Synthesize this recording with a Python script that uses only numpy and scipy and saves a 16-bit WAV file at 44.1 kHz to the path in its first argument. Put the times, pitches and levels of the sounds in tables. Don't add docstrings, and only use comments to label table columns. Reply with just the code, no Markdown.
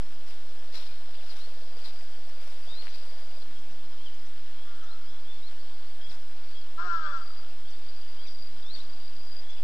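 import sys
import numpy as np
from scipy import signal
from scipy.fft import rfft, irfft
from scipy.io import wavfile
from scipy.ndimage import uniform_filter1d

SR = 44100
rng = np.random.default_rng(int(sys.argv[2]) if len(sys.argv) > 2 else 0)


def put_to_file(sound):
    columns = np.atleast_2d(sound).T
    safe = np.clip(columns, -1, 1)
    whole_steps = np.round(safe * 32767)
    wavfile.write(sys.argv[1], SR, whole_steps.astype(np.int16))


def amplitude_ratio(level_db):
    exponent = np.asarray(level_db, float) / 20
    return 10 ** exponent


N = 424683
CUT_S = 3.44
FRAME_S = np.arange(N // 128 + 5) * 128 / SR
BIN_HZ = np.fft.rfftfreq(512, 1 / SR)[:, None]


def evened(x):
    return x / np.sqrt(np.mean(x ** 2) + 1e-20)


def read(points, hz):
    f, value = np.transpose(points)
    return np.interp(np.log(hz + 1), np.log(f + 1), value)


def add(mix, s, sound):
    part = mix[round(s * SR):][:len(sound)]
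    part += sound[:len(part)]


def unroll(rows):
    s, *columns = np.transpose(rows)
    t = np.arange(s[0], s[-1], 1 / SR)
    return t, [np.interp(t, s, c) for c in columns]


def wander(count, hz):
    size = max(int(SR / hz), 2)
    smooth = uniform_filter1d(rng.standard_normal(count), size)
    return evened(uniform_filter1d(smooth, size))


def resonate(x, hz, width):
    turn = np.exp(2j * np.pi * np.cumsum(hz * np.ones(len(x))) / SR)
    r = np.exp(-np.pi * width / SR)
    return 2 * (turn * signal.lfilter([1 - r], [1, -r], x / turn)).real


def noise(field_db, patchy_db):
    a, b, patches = rng.standard_normal((len(FRAME_S), 257, 3)).T
    patches = uniform_filter1d(patches, size=5, axis=0)
    patches = evened(uniform_filter1d(patches, size=20, axis=1))
    z = (a + 1j * b) * amplitude_ratio(field_db + patchy_db * patches)
    return signal.istft(z, nperseg=512, noverlap=384)[1][:N] * np.sqrt(SR / 512)


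def peaks_db(rows, t, rise_db, floor_db):
    s, db, fall = (c[:, None] for c in np.transpose(rows)[:3])
    rise = rise_db * (s - t)
    decay = 10 * (t - s) / np.maximum(fall, .005)
    each = db - np.where(t < s, rise, decay)
    return np.maximum(each.max(0), floor_db), each.argmax(0)


def echoes(x, t60, start_s):
    at = np.arange(int(start_s * SR), SR, 24)
    taps = np.zeros(SR + 24)
    signs = rng.choice([-1., 1.], len(at))
    taps[at + rng.integers(0, 24, len(at))] = signs * amplitude_ratio(-60 * at / SR / t60)
    return signal.oaconvolve(x, taps / np.linalg.norm(taps))[:N]


def sing(out, rows, bend, fade_db):
    for s, length, from_hz, to_hz, db in rows:
        t = np.arange(0, length, 1 / SR)
        u = t / length
        hz = from_hz + (to_hz - from_hz) * bend(u)
        hz = hz * (1 + .009 * wander(len(t), 120))
        flutter = wander(len(t), 200)
        level_db = db + fade_db(u) + 2.5 + 2.6 * (flutter - flutter.mean())
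        edges = np.minimum(1, np.minimum(t, length - t) / .002)
        add(out, s, np.sin(2 * np.pi * np.cumsum(hz) / SR) * amplitude_ratio(level_db) * edges)


# start t/s, length t/s, from f/Hz, crest f/Hz, level/dB
WHISTLES = [(.87, 0.073, 2267, 2450, -62), (1.43, 0.033, 4203, 4320, -54), (3.55, 0.058, 3270, 3280, -60),
            (4.028, 0.034, 3360, 3440, -59), (4.57, 0.14, 3190, 3340, -59.5), (4.915, .03, 4100, 4180, -58),
            (5.04, 0.17, 2980, 3440, -61.5), (5.25, 0.15, 3240, 3490, -57),
            (6.012, 0.09, 3200, 3330, -53.5), (6.085, .12, 3350, 3400, -62), (6.54, 0.09, 3200, 3310, -55),
            (1.295, .035, 4200, 4280, -58), (6.04, .02, 4950, 4960, -62), (6.57, 0.036, 4930, 4950, -62),
            (1.225, .03, 3800, 3900, -62), (7.045, 0.11, 3150, 3460, -57), (7.68, 0.035, 3500, 3600, -59),
            (7.725, 0.035, 3560, 3590, -60), (8.172, .1, 2950, 3330, -56.5), (9.44, 0.16, 3320, 3424, -55)]
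# start t/s, length t/s, from f/Hz, to f/Hz, level/dB
CLIMBS = [(1.135, 0.024, 3540, 4900, -57), (1.137, .022, 1200, 3600, -57),
          (1.393, 0.033, 3550, 4300, -53.5), (7.645, .04, 3150, 3500, -57),
          (3.985, 0.049, 2980, 3370, -57.5), (8.62, .014, 3300, 4000, -56), (4.865, 0.055, 3350, 4103, -57),
          (2.4, .02, 2060, 2900, -65), (2.66, 0.046, 3070, 3700, -54), (2.7, 0.044, 3640, 3740, -48.5),
          (2.74, 0.076, 3840, 4380, -49), (5.055, 0.047, 4700, 5170, -62), (5.425, 0.031, 3820, 3950, -54),
          (5.452, 0.027, 3980, 4370, -53.5), (8.635, 0.067, 3270, 3850, -52.5),
          (8.699, 0.015, 3780, 4120, -45.5), (8.652, 0.022, 5050, 5450, -60), (8.8, .03, 1900, 2800, -64),
          (8.714, 0.0356, 4180, 4680, -47.5), (8.78, 0.036, 3330, 4120, -51)]
# start t/s, length t/s, from f/Hz, to f/Hz, level/dB
CHIPS = [(1.18, 0.019, 3720, 3350, -56), (1.198, .02, 3200, 2400, -60), (1.295, 0.016, 4950, 4750, -55),
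         (4.805, .015, 3340, 3050, -61), (8.788, .01, 5750, 5350, -60), (2.815, 0.015, 4430, 2610, -53),
         (4.053, 0.041, 5140, 4280, -65), (4.06, 0.028, 3310, 2850, -50), (5.478, 0.012, 4310, 3660, -55),
         (6.095, .028, 5490, 3500, -54), (6.117, 0.016, 5640, 4970, -62), (6.128, 0.032, 5000, 4900, -64),
         (6.61, 0.023, 4900, 3800, -59), (7.14, .015, 4600, 3520, -66), (7.7, .03, 5330, 4900, -65),
         (8.25, 0.024, 2740, 2020, -60), (8.267, 0.01, 4060, 3620, -53), (8.277, 0.014, 3640, 3300, -54),
         (8.27, 0.026, 5670, 5100, -60), (8.3, 0.038, 5580, 5450, -65), (8.747, .01, 4700, 4200, -45),
         (8.757, .01, 4150, 3100, -52), (8.757, .018, 4700, 4300, -56), (8.772, .009, 4050, 3350, -59),
         (9.56, 0.031, 3030, 2470, -62)]


def birds():
    crest, droop = 0.504, 0.13

    def arch(u):
        return 1 - np.where(u < crest, 1, droop) * (1 - u / crest) ** 2

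    def straight(u):
        return u

    out = np.zeros(N)
    sing(out, WHISTLES, arch, lambda u: np.interp(u, [0, .42, 1], [-5, 0, -8]))
    sing(out, CLIMBS, straight, lambda u: -6 * (1 - u))
    sing(out, CHIPS, straight, lambda u: -1 * u)
    return out + amplitude_ratio(-7.5) * echoes(out, t60=.25, start_s=.006)


# start t/s, length t/s, from f/Hz, to f/Hz, final level/dB
TRILLS = [(0.783, .17, 4650, 4830, -76), (1.452, 1.38, 4570, 4695, -64), (2.618, 0.82, 4670, 4747, -61),
          (1.518, 0.58, 4880, 4900, -65), (5.47, 0.48, 4520, 4560, -62.5), (6.349, 0.26, 4580, 4570, -63.5),
          (6.914, 0.28, 4640, 4690, -61.5), (7.171, .27, 4700, 4720, -57.5), (7.44, .1, 4740, 4750, -64),
          (7.64, 0.15, 4540, 4620, -60), (7.798, 0.72, 4676, 4753, -57), (8.5, 0.16, 4800, 4740, -62),
          (8.768, 0.67, 4645, 4810, -56.5), (9.44, 0.19, 4860, 4810, -66)]


def cricket():
    stroke_hz, start_db, edge_s = 26.13, -4.5, 0.035
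    out = np.zeros(N)
    for s, length, from_hz, to_hz, db in TRILLS:
        t = np.arange(0, length, 1 / SR)
        hz = from_hz + (to_hz - from_hz) * t / length
        level_db = db + start_db * (1 - t / length)
        edges = np.minimum(1, np.minimum(t, length - t) / edge_s)
        stroke = np.cumsum(stroke_hz * (1 + 0.015 * wander(len(t), 7.6))) / SR
        gate = .46 + np.clip(.7 - 1.2 * np.cos(2 * np.pi * stroke), 0, .7)
        gate = gate * (1 + .5 * np.cos(8 * np.pi * stroke))
        gate = gate * amplitude_ratio(3 * wander(len(t), 160) + .8 * wander(len(t), 20))
        turn = 2 * np.pi * np.cumsum(hz + 20 * wander(len(t), 200)) / SR
        wing = np.sin(turn) + amplitude_ratio(-27.0) * np.sin(2 * turn)
        add(out, s, edges * amplitude_ratio(level_db) * evened(gate * wing))
    return 1.06 * out + amplitude_ratio(-8.0) * echoes(out, t60=0.29, start_s=0.0034)


# t/s, half the pulse pitch f/Hz, effort level/dB, roughness/1
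NEAR_CAW = [
    (6.769, 161, -50, 0.3),
    (6.795, 173.3, -36.5, 0.43),
    (6.845, 181.8, -37, 0.2),
    (6.93, 169.1, -33.5, 0.24),
    (7.005, 160.7, -39, 0.4),
    (7.06, 152, -38, 0.3),
    (7.1, 145.2, -41.5, 0.3),
    (7.15, 136.5, -37, 0.25),
    (7.235, 119, -53, 0.45),
]
# t/s, half the pulse pitch f/Hz, effort level/dB, roughness/1
FAR_CAW = [
    (4.645, 199, -57, .1),
    (4.7, 199.5, -54, .12),
    (4.76, 190, -56, .3),
    (4.81, 187, -54, .35),
    (4.84, 181, -52.5, .25),
    (4.89, 172, -60, .45),
    (4.935, 165, -56, .4),
    (5.0, 158, -68, .6),
]


def crows():
    near = caw(NEAR_CAW, odd_db=-12.5, swell_db=2.5)
    far = caw(FAR_CAW, odd_db=-6, swell_db=0)
    core_hz = np.interp(np.arange(N) / SR, [4.74, 4.84, 4.95], [1200, 1450, 1360])
    far = 1.11 * resonate(far, core_hz, 420)
    near_echo = amplitude_ratio(-10.0) * echoes(near, t60=0.91, start_s=.012)
    far_echo = amplitude_ratio(-4.5) * echoes(far, t60=0.9, start_s=.01)
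    return near + near_echo + 0.61 * far + far_echo


# f/Hz, width f/Hz, level/dB
THROAT = [(382, 185, -18), (690, 520, -19.5), (1010, 220, -10), (1235, 150, -2.5), (1366, 150, 2),
          (1545, 110, -2.5), (1697, 176, -12), (2280, 490, -21.5)]


def caw(rows, odd_db, swell_db):
    t, (hz, effort_db, rough) = unroll(rows)
    since = t - t[0]
    length = t[-1] - t[0]
    hz = uniform_filter1d(hz, size=800)
    swell_db = swell_db * np.cos(2 * np.pi * 1351 / hz)
    low_db = -swell_db - 2 * since / length
    turns = np.cumsum(hz * (1 + 0.0056 * wander(len(t), 120))) / SR
    odd_curve = np.interp(since, [0, .07, .16, length], [1, .1, .75, 1.1])
    folds = np.zeros(len(t))
    for k in range(2, 18):
        f = k * hz
        partial_db = (1.2 if k < 7 else 2.4) * wander(len(t), 30)
        partial_db = partial_db - 10 * np.exp(-since / .04) * (f > 1480)
        partial_db = partial_db + (k % 2) * (odd_db * odd_curve - 8 * (k < 7))
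        partial_db = partial_db - 45 * np.maximum(f / 1850 - 1, 0) + low_db * (k < 6)
        for dead_hz, width_hz, depth_db in [(880, 95, 12), (655, 22, 9.8), (1460, 36, 12)]:
            partial_db = partial_db - depth_db * np.exp(-((f - dead_hz) / width_hz) ** 2)
        folds = folds + amplitude_ratio(partial_db) * np.cos(2 * np.pi * (k * turns + rng.random()))
    puffs = evened((0.38 + np.exp(-(2 * turns % 1) / 0.091)) * rng.standard_normal(len(t)))
    rough = np.clip(rough, 0, 1)
    drive = (1 - rough) * evened(folds) + 2 * rough * puffs
    voice = np.zeros(len(t))
    for k, (f, width, db) in enumerate(THROAT):
        voice += (-1) ** k * amplitude_ratio(db) * resonate(resonate(drive, f, width), f, width)
    power = uniform_filter1d(uniform_filter1d(voice ** 2, size=900), size=900)
    voice = voice / np.sqrt(power)
    band = signal.butter(6, [2600, 5800], "band", fs=SR, output="sos")
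    rasp = amplitude_ratio(-21.5) * evened(signal.sosfilt(band, puffs))
    out = np.zeros(N)
    sound = amplitude_ratio(effort_db) * (amplitude_ratio(swell_db) * voice + rasp)
    add(out, t[0], sound * signal.windows.tukey(len(t), .08))
    return out


DRUM_HZ = 59.955
# f/Hz, width f/Hz, level/dB
SHELL = [(492, 46, -5), (744, 28.3, 4), (1403, 90, -0.5), (1763, 91, 0), (3200, 310, -1), (3710, 470, -8),
         (5050, 210, -6.5)]


def drum_buzz():
    turns = np.arange(N) * DRUM_HZ / SR
    heads = np.diff(np.floor(2 * turns), prepend=0) * (1 + 0.29 * np.sign(turns % 1 - .5))
    heads = heads * amplitude_ratio(2.2 * wander(N, 45))
    ring = np.zeros(N)
    for k, (hz, width, db) in enumerate(SHELL):
        ring += (-1) ** k * amplitude_ratio(db) * resonate(heads, hz, width)
    return amplitude_ratio(-63) * evened(ring)


RING_T = np.arange(1300) / SR
# t/s, peak level/dB
STEPS = [(0.446, -54), (0.501, -56), (0.548, -55), (0.584, -52), (0.635, -52), (0.683, -48), (0.735, -50),
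         (0.783, -48), (0.836, -51), (0.917, -52), (1.003, -48), (1.083, -50), (1.134, -54), (1.183, -47),
         (1.233, -47.5), (1.286, -56), (1.333, -50), (1.424, -52), (1.47, -47), (1.517, -49), (1.567, -47),
         (1.617, -46.5), (1.668, -49), (1.717, -47.5), (1.767, -46), (1.815, -52), (1.936, -48),
         (2.018, -49), (2.103, -54), (2.185, -50), (2.27, -47.5), (2.317, -50), (2.37, -48.5), (2.417, -53),
         (2.468, -50.5), (2.518, -51), (2.568, -52), (2.67, -47), (2.717, -51.5), (2.768, -53),
         (2.825, -50), (2.869, -53), (2.968, -52), (3.018, -50), (3.07, -48.5), (3.117, -47.5), (3.17, -54),
         (3.218, -48), (3.268, -51), (3.326, -51), (3.37, -47), (3.42, -51)]


def motor_ticks():
    out, t = np.zeros(N), RING_T
    for (s, db), (a, b) in zip(STEPS, rng.uniform(0.925, 1.088, (len(STEPS), 2))):
        lower = np.sin(2 * np.pi * 520 * a * t)
        upper = 1.28 * (1 - np.exp(-t / 0.0044)) * np.sin(2 * np.pi * 680 * b * t)
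        add(out, s, amplitude_ratio(db + 1.5 - 60 * t / 0.051) * (lower + upper) * (1 - np.exp(-t / 0.0022)))
    return out


# t/s, peak level/dB, f/Hz
TAPS = [
    (2.3, -50, 1500),
    (2.87, -35, 1900),
    (2.8803, -38, 2100),
]


def shell_taps():
    out, t = np.zeros(N), RING_T
    for s, db, hz in TAPS:
        modes = np.sin(2 * np.pi * hz * t) + 0.78 * np.sin(2 * np.pi * 1.28 * hz * t)
        add(out, s, amplitude_ratio(db - 60 * t / 0.0064) * modes)
    return out


# t/s, level/dB, f/Hz
SQUEAKS = [(.5, -68, 5900), (2.325, -64, 5840), (2.893, -57, 5900), (3.58, -61, 6200), (3.703, -59.5, 5880),
           (4.133, -61, 6150), (4.25, -59, 5920), (4.827, -58, 5900), (7.155, -58, 5800),
           (7.693, -57, 5900), (8.26, -58, 5880), (8.823, -61, 5900), (9.39, -61, 5900), (9.49, -59, 6200)]


def reel_squeaks():
    out, t = np.zeros(N), RING_T
    for s, db, hz in SQUEAKS:
        glide = hz * (1 + 0.022 * np.exp(-t / 0.007))
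        add(out, s, amplitude_ratio(db - 3.5) * np.hanning(len(t)) * np.sin(2 * np.pi * np.cumsum(glide) / SR))
    return out


# t/s, level/dB, time to lose 10 dB t/s, lift of the 4 kHz hump level/dB
RUBS = [(.01, -76, 0.3, -28), (.28, -71.5, 0.13, -1), (.5, -78, 0, -8), (0.749, -65, 0.15, 6.5),
        (1.148, -73, 0, 5), (1.225, -73, 0.5, 1), (1.3, -67.5, .06, 3.5), (1.36, -71, .25, 0),
        (1.78, -73.5, 0.5, -2), (1.856, -69, 0.08, 8.5), (2.3, -74, -2, -9), (2.42, -73.5, 1, -6),
        (2.48, -68, -0.34, -14), (2.82, -72, 0.2, 6), (2.949, -69, 0.09, 5), (3.001, -75, 0.75, -2),
        (3.3, -80, -0.5, 4), (3.43, -73, -0.34, 7), (6.105, -70.5, .08, -3), (8.765, -71, 0.07, 11)]
# f/Hz, density level/dB per Hz
RUSTLE_TONE = [(180, -43), (300, -14), (952, -5.5), (2840, -7), (4000, -7), (4980, -4), (6390, -17.5),
               (12500, -22.5), (16200, -85), (22000, -120)]


def rustle():
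    floor_db = np.where(FRAME_S < CUT_S, -84, -100)
    level_db, which = peaks_db(RUBS, FRAME_S, rise_db=442, floor_db=floor_db)
    tone = read(RUSTLE_TONE, BIN_HZ) - read(RUSTLE_TONE, 8030) - 10 * np.log10(1500)
    hump = np.exp(-(np.log((BIN_HZ + 1) / 4000) / 0.16) ** 2)
    field = tone + level_db + hump * np.transpose(RUBS)[3][which]
    return noise(field, patchy_db=1.5) * amplitude_ratio(1.74 * wander(N, 170))


# t/s, level/dB, time to lose 10 dB t/s
SWELLS = [
    (.12, -55.5, 0.2),
    (3.53, -55, 1),
    (4.2, -60, 3),
    (4.75, -57.5, 0.5),
    (5.13, -55, -0.5),
    (5.4, -56.5, 0),
    (6.98, -58, 1),
    (8.2, -59, 2),
    (8.53, -57, 0),
    (8.77, -54.5, 0.6),
]


def drone():
    band = -10 * np.log10(150) - 12 * (np.log((BIN_HZ + 1) / 240) / 0.31) ** 2
    level_db = peaks_db(SWELLS, FRAME_S, rise_db=65, floor_db=-67)[0]
    return noise(band + level_db - 2.5, patchy_db=1.0)


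# f/Hz, density level/dB per Hz
AIR_FIRST = [(88, -55), (150, -12), (239, -6.5), (360, -7.5), (503, -2.5), (1160, -5.5), (1450, -6.5),
             (2110, -8.5), (4770, -7), (5600, -12), (6230, -23), (8190, -18), (12800, -28), (16600, -60),
             (22000, -120)]
AIR_SECOND = [(88, -56), (150, -14), (206, -3), (573, 0), (716, 0.5), (2030, -3.5), (3350, -3.5),
              (4960, -3.5), (5550, -8.5), (6370, -17.5), (8190, -15), (11700, -21), (12800, -22.5),
              (16600, -63), (22000, -120)]


def air():
    tone = np.where(FRAME_S < CUT_S, read(AIR_FIRST, BIN_HZ), read(AIR_SECOND, BIN_HZ))
    tone = tone - 10 * np.log10(np.sum(10 ** (tone / 10), axis=0) * SR / 512)
    return noise(tone - 55, patchy_db=1.34)


# t/s, level/dB, time to lose 10 dB t/s
BURSTS = [(.15, -71, 1.5), (.92, -68.5, 0.55), (1.25, -68, 0.4), (1.74, -68, 0.5), (2.68, -70, 1.4),
          (3.45, -71, 1), (4.3, -72, 2), (5.06, -66, 0.13), (6.1, -67, 0.5), (6.55, -68.5, 0.1),
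          (6.83, -67.5, 2), (7.63, -69.5, 1.3), (8.0, -65, 0), (8.47, -67, 1.3), (9.2, -66, .4)]
# f/Hz, density level/dB per Hz
RUMBLE = [(20, -87.5), (70, -85.5), (130, -88.5), (230, -107), (270, -104), (330, -125)]


def rumble():
    burst_db = peaks_db(BURSTS, FRAME_S, rise_db=90, floor_db=-92)[0]
    burst_db = 1.3 * (np.interp(np.arange(N) / SR, FRAME_S, burst_db) + 71) + 3 * wander(N, 20)
    return noise(read(RUMBLE, BIN_HZ), patchy_db=2.5) * amplitude_ratio(burst_db + 4.5)


# f/Hz, density level/dB per Hz
IDLE = [(20, -99), (80, -90), (100, -125), (200, -140)]


def flutter():
    low = signal.butter(6, 85, fs=SR, output="sos")
    return signal.sosfilt(low, noise(read(IDLE, BIN_HZ), patchy_db=4.5))


# t/s, level/dB, f/Hz
BLIPS = [(0.732, -62.9, 205), (0.915, -53.7, 134), (1.081, -63.1, 204), (1.173, -63.0, 206),
         (1.282, -64.7, 114), (1.358, -63.3, 208), (1.618, -68.1, 194), (1.753, -63.1, 207),
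         (1.847, -62.8, 202), (1.893, -63.0, 204), (2.68, -53.7, 133), (2.745, -65.3, 116),
         (2.799, -62.9, 204), (2.847, -62.7, 205), (2.938, -63.1, 207), (3.078, -63.2, 204),
         (3.119, -62.3, 190), (3.494, -58.7, 226), (3.749, -64.3, 149), (3.797, -62.9, 208),
         (4.075, -62.8, 201), (4.281, -63.9, 202), (4.425, -60.4, 131), (4.54, -65.6, 213),
         (4.726, -69.6, 214), (4.888, -68.4, 186), (5.052, -62.7, 203), (5.098, -63.2, 209),
         (5.207, -69.0, 226), (5.746, -67.1, 199), (6.164, -63.3, 206), (6.21, -53.5, 134),
         (6.296, -69.0, 201), (6.326, -67.8, 211), (6.815, -63.3, 207), (7.026, -62.7, 206),
         (7.069, -63.0, 207), (7.346, -62.5, 187), (7.396, -62.8, 205), (7.532, -66.3, 184),
         (7.583, -62.6, 208), (7.649, -53.4, 134), (7.827, -61.3, 162), (7.86, -63.1, 208),
         (7.955, -62.8, 206), (8.0, -62.8, 207), (8.161, -68.6, 227), (8.394, -63.8, 201),
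         (8.439, -62.3, 130), (8.508, -53.7, 135), (8.579, -62.7, 206), (8.697, -62.9, 208),
         (8.737, -57.8, 169), (8.836, -62.6, 201), (8.882, -63.1, 206), (8.922, -65.1, 113),
         (9.045, -62.8, 204), (9.205, -53.7, 134), (9.3, -63.0, 202)]


def blips():
    out = np.zeros(N)
    for (s, db, hz), phase in zip(BLIPS, rng.random(len(BLIPS))):
        length = .034 if hz > 160 else .022
        t = np.arange(0, length, 1 / SR)
        pair = np.sin(2 * np.pi * (hz * t + phase)) + .5 * np.sin(2 * np.pi * (hz + 55) * t)
        add(out, s - length / 2, amplitude_ratio(db + 2) * np.hanning(len(t)) * pair)
    return out


def whine():
    t = np.arange(N) / SR
    chop = 1 + 1.34 * (t * DRUM_HZ % 1 < .12)
    return amplitude_ratio(-76.5) * chop * np.sin(2 * np.pi * 8001.7 * t)


# f/Hz, density level/dB per Hz
HISS = [(300, -111), (550, -109), (1100, -112), (4300, -113), (6500, -111), (11900, -111), (12250, -135)]


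def hiss():
    return noise(read(HISS, BIN_HZ), patchy_db=-2.0)


def scene():
    bass_cut = signal.butter(8, 165, "high", fs=SR, output="sos")
    wash = signal.sosfilt(bass_cut, air() + drone() + rustle())
    camera = drum_buzz() + motor_ticks() + shell_taps() + reel_squeaks()
    left = 2 * (wash + birds() + cricket() + crows() + camera)
    return np.array([left, amplitude_ratio(-50) * left])


def roll_off(x):
    return signal.sosfilt(signal.butter(12, 12860, fs=SR, output="sos"), x)


OFFSET = [
    [.1227],
    [.1204],
]


def record(dry):
    left = rumble() + amplitude_ratio(9.0) * flutter()
    right = flutter() + blips()
    wired = dry + np.array([hiss() for _ in dry]) + np.array([left, right]) + whine()
    top = irfft(rfft(wired) * (np.fft.rfftfreq(N, 1 / SR) > 12170), N)
    later = np.arange(N) / SR > CUT_S
    dropped = uniform_filter1d(1. * (wander(N, 14) > 0) * later, size=400)
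    mix = wired - dropped * top + np.array(OFFSET)
    return roll_off(mix)


dry = scene()
out = record(dry)
put_to_file(out)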